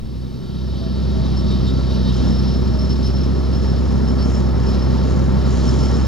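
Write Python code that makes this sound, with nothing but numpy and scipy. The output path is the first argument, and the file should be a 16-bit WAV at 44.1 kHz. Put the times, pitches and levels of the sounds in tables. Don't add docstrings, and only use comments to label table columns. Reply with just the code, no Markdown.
import sys
import numpy as np
from scipy.fft import rfft, irfft, next_fast_len
from scipy.io import wavfile
from scipy.ndimage import map_coordinates

SR = 44100
rng = np.random.default_rng(int(sys.argv[2]) if len(sys.argv) > 2 else 0)


def to_wav(s):
    ch = np.atleast_2d(s).T
    pcm = np.round(np.clip(ch, -1, 1) * 32767)
    wavfile.write(sys.argv[1], SR, pcm.astype(np.int16))


N = 267687

# t/s, exhaust level/dB, machinery level/dB
APPROACH = [(0.05, -33, -51), (0.43, -30, -48.5), (0.91, -26.5, -43), (1.16, -23.5, -39.5),
            (2.4, -21.5, -37), (3.07, -23, -38), (4.32, -21.5, -34.5), (6.0, -20.5, -33)]
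# t/s, level/dB
BITE = [(0.08, -56.5), (0.77, -47.5), (2.19, -40.5), (2.59, -42.5), (4.63, -45.5), (4.68, -42), (5.34, -45),
        (5.69, -42), (6.0, -43)]
# t/s, level of all modes/dB, level of the fluttering mode/dB
RINGING = [(.3, 1, -14), (.42, 2, -15), (1.2, 1.5, -11), (2.2, 0, -9.5), (2.7, -8.5, -3.5), (4.5, -8, -4.5),
           (5.3, -4.5, -11), (6, -5, 1)]
# f/Hz, level/dB
STALK_SPECTRUM = [(1500, -1), (2600, -1), (3250, 6.5), (3700, -4), (5000, -4), (6000, 5.5), (6400, 2),
                  (6950, 6), (7400, -4.5), (8200, -10), (10000, -16.5), (13000, -38), (16000, -40)]


def exhaust(firing):
    harmonics = [(1, 0), (2, -8.6), (3, -9.1), (4, -21), (5, -24), (6, -23)]
    uneven_tones = [(3, -26), (4, -18), (5, -19), (7, -17), (9, -12.5), (11, -15), (14, -17), (15, -10),
                    (21, -7.5), (22, -14), (23, -16), (24, -20), (28, -18), (32, -20), (33, -17.5),
                    (35, -19)]
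    puff_spectrum = [(30, -41), (55, -26), (80, 1), (110, 3), (165, 3), (245, -3.5), (285, -5), (320, -8),
                     (365, -5.5), (430, -14), (560, -16.5), (800, -58)]
    fundamental = [(0.03, -30.5), (0.2, -27), (0.38, -35.5), (0.41, -39), (0.53, -28.5), (0.65, -23),
                   (0.75, -22.5), (0.78, -27), (1.05, -19.5), (6.03, -17)]
    drone_db, exhaust_db = curves(fundamental)[0] + 2.67, curves(APPROACH)[0]
    level = lambda k: drone_db if k == 1 else exhaust_db + 5.3 + 0.54 * k * wobble(5.3)
    drone = -sum(amp(level(k) + db) * np.cos(k * firing + 0.04 * (k - 1) * wobble(7))
                 for k, db in harmonics)
    cycle = firing / 6
    lope = sum(amp(db + 1.1 * wobble(4)) * np.cos(k * cycle + rng.uniform(0, 2 * np.pi) + 0.9 * wobble(6))
               for k, db in uneven_tones)
    puffs = noise(puff_spectrum, spread=0.083) * throb(firing, depth=0.16)
    return drone + amp(exhaust_db - 0.73) * lope + amp(exhaust_db - 3.5) * puffs


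def machinery(firing):
    clatter_spectrum = [(250, -2), (450, 5), (600, 2), (690, -2), (770, 0), (830, -3), (1120, -3.5),
                        (1200, -4.5), (1360, -5.5), (1460, -10), (1880, -13), (2300, -18), (4000, -31.5),
                        (9000, -84)]
    whines = [(891, -15, 6), (1120, -18.5, 11), (1270, -22, 14), (1351, -16.3, 10), (1712, -21.5, 6),
              (1860, -25, 25)]
    level_db = curves(APPROACH)[1]
    cycle = firing / 6
    beats = [throb(k * cycle + rng.uniform(0, 2 * np.pi), depth=.1) for k in (1, 2, 3, 12)]
    clatter = noise(clatter_spectrum, spread=.2) * unit(np.prod(beats, axis=0))
    whine = sum(amp(db + 2.85 * wobble(12)) * np.sin(turning(hz + drift * wobble(35)))
                for hz, db, drift in whines)
    return amp(level_db + 1.09) * clatter + amp(level_db + 3.0) * whine


def gear():
    surges = [(.85, -38.5, .08), (1.2, -38, 0.13), (1.5, -46, 0.13), (1.95, -44, 0.16), (2.78, -39.5, 0.15)]
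    final_hz, excess_hz, settle_s = 603.6, 63.8, 2.4
    hz = final_hz + excess_hz * np.exp(-np.arange(N) / SR / settle_s)
    steady = amp(curves(APPROACH)[1] - 11 + 2.5 * wobble(7.1))
    return np.hypot(steady, swells(surges)) * np.sin(turning(hz + 5 * wobble(30)))


def discs():
    scrape_spectrum = [(1200, -50), (2400, -9), (3100, -4.5), (3500, -5), (4100, -1), (4800, -2.5),
                       (5300, 1), (5750, -9), (6050, -6.5), (6500, -30), (8000, -23.5), (12000, -32)]
    steel_modes = [(3120, 34, -9), (3180, 280, 2.5), (3790, 156, 9), (4080, 78, -1), (4500, 98, 7),
                   (5130, 96, -12), (5290, 32, 2), (5940, 230, -18)]
    gritty_patches = [(1.52, -44, .05), (1.69, -47, .05), (1.95, -45.5, 0.075), (2.08, -48, 0.055),
                      (2.22, -46, 0.084), (3.06, -42.5, 0.09), (3.545, -44, 0.044), (4.205, -46, 0.056),
                      (4.73, -49, .15), (5.75, -51, .16)]
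    bite_db, ring_db = curves(BITE)[0], curves(RINGING)[0]
    grit = noise(scrape_spectrum, spread=0.29) * amp(1.3 * wobble(120))
    scraping = np.hypot(amp(bite_db - 1.56 + 0.84 * wobble(13)), swells(gritty_patches))
    ring = sum(amp(db + 2.1 * wobble(26.06)) * resonance(hz, 2 * half_width)
               for hz, half_width, db in steel_modes)
    return scraping * (grit + amp(ring_db) * unit(ring))


def squeals():
    # centre t/s, f/Hz, level/dB, duration/s, pitch waver/Hz, octave level/dB
    catches = [(1.388, 5320, -34.5, .04, 22, -40), (1.518, 3780, -38.5, .045, 84, -25),
               (1.685, 3787, -38, .045, 75, -18), (2.08, 3770, -38, .07, 85, -32),
               (2.162, 5320, -41, .025, 22, -25), (2.347, 5330, -39, .16, 16, -27),
               (2.53, 5322, -39.5, .16, 16, -34), (2.815, 5320, -35.5, 0.067, 15, -30),
               (2.917, 5321, -31.5, 0.044, 11, -32), (3.066, 5305, -33.5, .07, 27, -26),
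               (3.188, 5340, -38.5, .12, 21, -38), (3.407, 5325, -48, .04, 13, -17),
               (3.553, 5328, -37, .055, 20, -30), (3.67, 5340, -41, 0.095, 32, -34),
               (4.096, 5333, -38.5, 0.041, 22, -26), (4.209, 4540, -40, .045, 36, -31),
               (4.234, 5350, -37, 0.072, 35, -26), (4.351, 5324, -39, 0.076, 23, -34),
               (4.695, 5270, -37.5, .07, 61, -29), (4.84, 5280, -41, .08, 25, -38),
               (5.686, 5337, -30.5, .03, 16, -27), (5.83, 5320, -35.5, 0.073, 13, -22),
               (6.0, 5340, -46, 0.14, 22, -38)]
    shaken_modes = [(3050, -21), (4550, -17), (5130, -17), (6020, -26), (7560, -34), (8630, -36),
                    (9850, -39)]
    flutter_hz, stutter_db = 5322, 2.5
    waver = wobble(200)
    stutter = unit(amp(stutter_db * wobble(120)))
    modes = np.array([amp(db) * np.sin(turning(hz + 55 * wobble(300))) for hz, db in shaken_modes])
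    flutter_db = curves(BITE)[0] + curves(RINGING)[1] + 1.5 * wobble(20)
    out = amp(flutter_db) * stutter * np.sin(turning(flutter_hz + 22 * wobble(150)))
    for middle, hz, db, length, waver_hz, octave_db in catches:
        near = np.abs(np.arange(N) / SR - middle) < 1.5 * length
        hold = swell(middle, length)[near]
        phase = turning(hz + waver_hz * waver[near])
        octave = amp(octave_db) * hold ** 2 * np.sin(2 * phase)
        shaken = amp(rng.normal(0, 3, len(modes))) @ modes[:, near]
        out[near] += amp(db + 0.44) * unit(stutter[near]) * (hold * (np.sin(phase) + shaken) + octave)
    return out


def stalks():
    clumps = [(2.24, -52.5, 0.21), (2.93, -58, .2), (4.33, -48, 0.17), (4.73, -56, .1), (5.13, -54, 0.12),
              (5.67, -45, .38), (5.95, -51.5, 0.28)]
    rustle = noise(STALK_SPECTRUM, spread=0.23) + amp(-3) * crackle(per_s=900, scatter_db=9.5)
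    steady = amp(curves(APPROACH)[1] - 20 + 1.2 * wobble(11))
    return rustle * np.hypot(steady, swells(clumps))


def crackle(per_s, scatter_db):
    impulses = (rng.random(N) < per_s / SR) * rng.choice([-1, 1], N)
    sizes = amp(scatter_db * np.minimum(rng.exponential(size=N), 3.5))
    return unit(filtered(impulses * sizes, lambda hz: amp(along(STALK_SPECTRUM, hz))))


def bump():
    jolt_spectrum = [(20, -8), (45, -1), (230, 1), (400, -14), (1000, -23), (2500, -38), (6000, -53),
                     (11000, -100)]
    return amp(-24) * swell(middle=2.26, length=.15) * noise(jolt_spectrum, spread=0.13)


def air():
    wind_spectrum = [(10, 28), (25, 1), (45, -15), (90, 1), (300, -32), (2000, -58)]  # f/Hz, level/dB
    hiss_spectrum = [(100, 5), (3000, 9), (8000, -1), (11000, -2), (15500, -5)]  # f/Hz, level/dB
    gust_db = 2.2 * wobble(2) + wobble(9)
    wind = noise(wind_spectrum, spread=.7) * amp(-41.5 + gust_db)
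    return wind + amp(-57.5) * noise(hiss_spectrum, spread=0.29)


def ports(x):
    left_lead = [(30, 1.5), (65, 0.88), (130, 1.34), (250, 1.58), (500, 1.46), (1000, 1.07), (2000, 0.82),
                 (3500, 0.65), (5300, 0.62), (9000, 1.2), (15000, 0)]
    left_minus_right = [(60, -1.3), (250, -.3), (1000, -0.5), (2000, 0.5), (8000, 1.1), (12000, 0)]  # f/Hz, level/dB
    sides = np.array([[1], [-1]])

    def response(hz):
        half_lead = np.clip(along(left_lead, hz), -2, 2) / 2
        balance = amp(sides * along(left_minus_right, hz) / 2)
        return np.exp(1j * sides * half_lead) / np.cos(half_lead) * balance
    return filtered(x, response)


def resonance(hz, width_hz):
    response = lambda f: (1j * f * width_hz / (hz * hz - f * f + 1j * f * width_hz)) ** 2
    return unit(filtered(rng.standard_normal(N), response))


def noise(spectrum, spread):
    mid, side = unit(filtered(rng.standard_normal((2, N)), lambda hz: amp(along(spectrum, hz))))
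    return np.array([mid + spread * side, mid - spread * side])


def throb(phase, depth):
    return unit(np.exp(depth * np.cos(phase)))


def swell(middle, length):
    offset_s = np.arange(N) / SR - middle
    return 1 / np.sqrt(1 + (offset_s / (.42 * length)) ** 8)


def swells(rows):
    return sum(amp(db) * swell(middle, length) for middle, db, length in rows)


def wobble(rate):
    return map_coordinates(rng.standard_normal(int(N * rate / SR) + 4), [np.arange(N) * rate / SR])


def turning(hz):
    return 2 * np.pi * np.cumsum(hz) / SR


def filtered(x, response):
    size = next_fast_len(N + SR // 2)
    return irfft(rfft(x, size) * response(np.fft.rfftfreq(size, 1 / SR)), size)[..., :N]


def curves(rows):
    times, *columns = np.transpose(rows)
    return [np.interp(np.arange(N) / SR, times, column) for column in columns]


def along(points, hz):
    freqs, values = np.transpose(points)
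    return np.interp(np.log(hz + 1), np.log(freqs + 1), values)


def amp(db):
    return 10 ** (np.asarray(db) / 20)


def unit(x):
    return x / np.sqrt(np.mean(x ** 2) + 1e-20)


def scene():
    firing_rate = [(0.05, 62.8), (0.2, 63.6), (0.6, 65.9), (0.9, 64.8), (1.15, 66.1), (1.6, 64.7),
                   (1.85, 66.1), (2.12, 62.7), (2.4, 64.4), (2.75, 65.1), (3.35, 66.7), (3.65, 65.6),
                   (3.95, 66.9), (4.6, 64.9), (5.15, 66.8), (5.4, 65.4), (5.7, 65.6), (5.95, 67.7)]
    firing = turning(curves(firing_rate)[0])
    tractor = exhaust(firing) + machinery(firing) + gear()
    implement = discs() + squeals() + stalks() + bump()
    return ports(tractor + implement) + air()


def record(dry):
    cutoff_hz = 15800
    return filtered(dry, lambda hz: hz < cutoff_hz)


dry = scene()
out = record(dry)
to_wav(out)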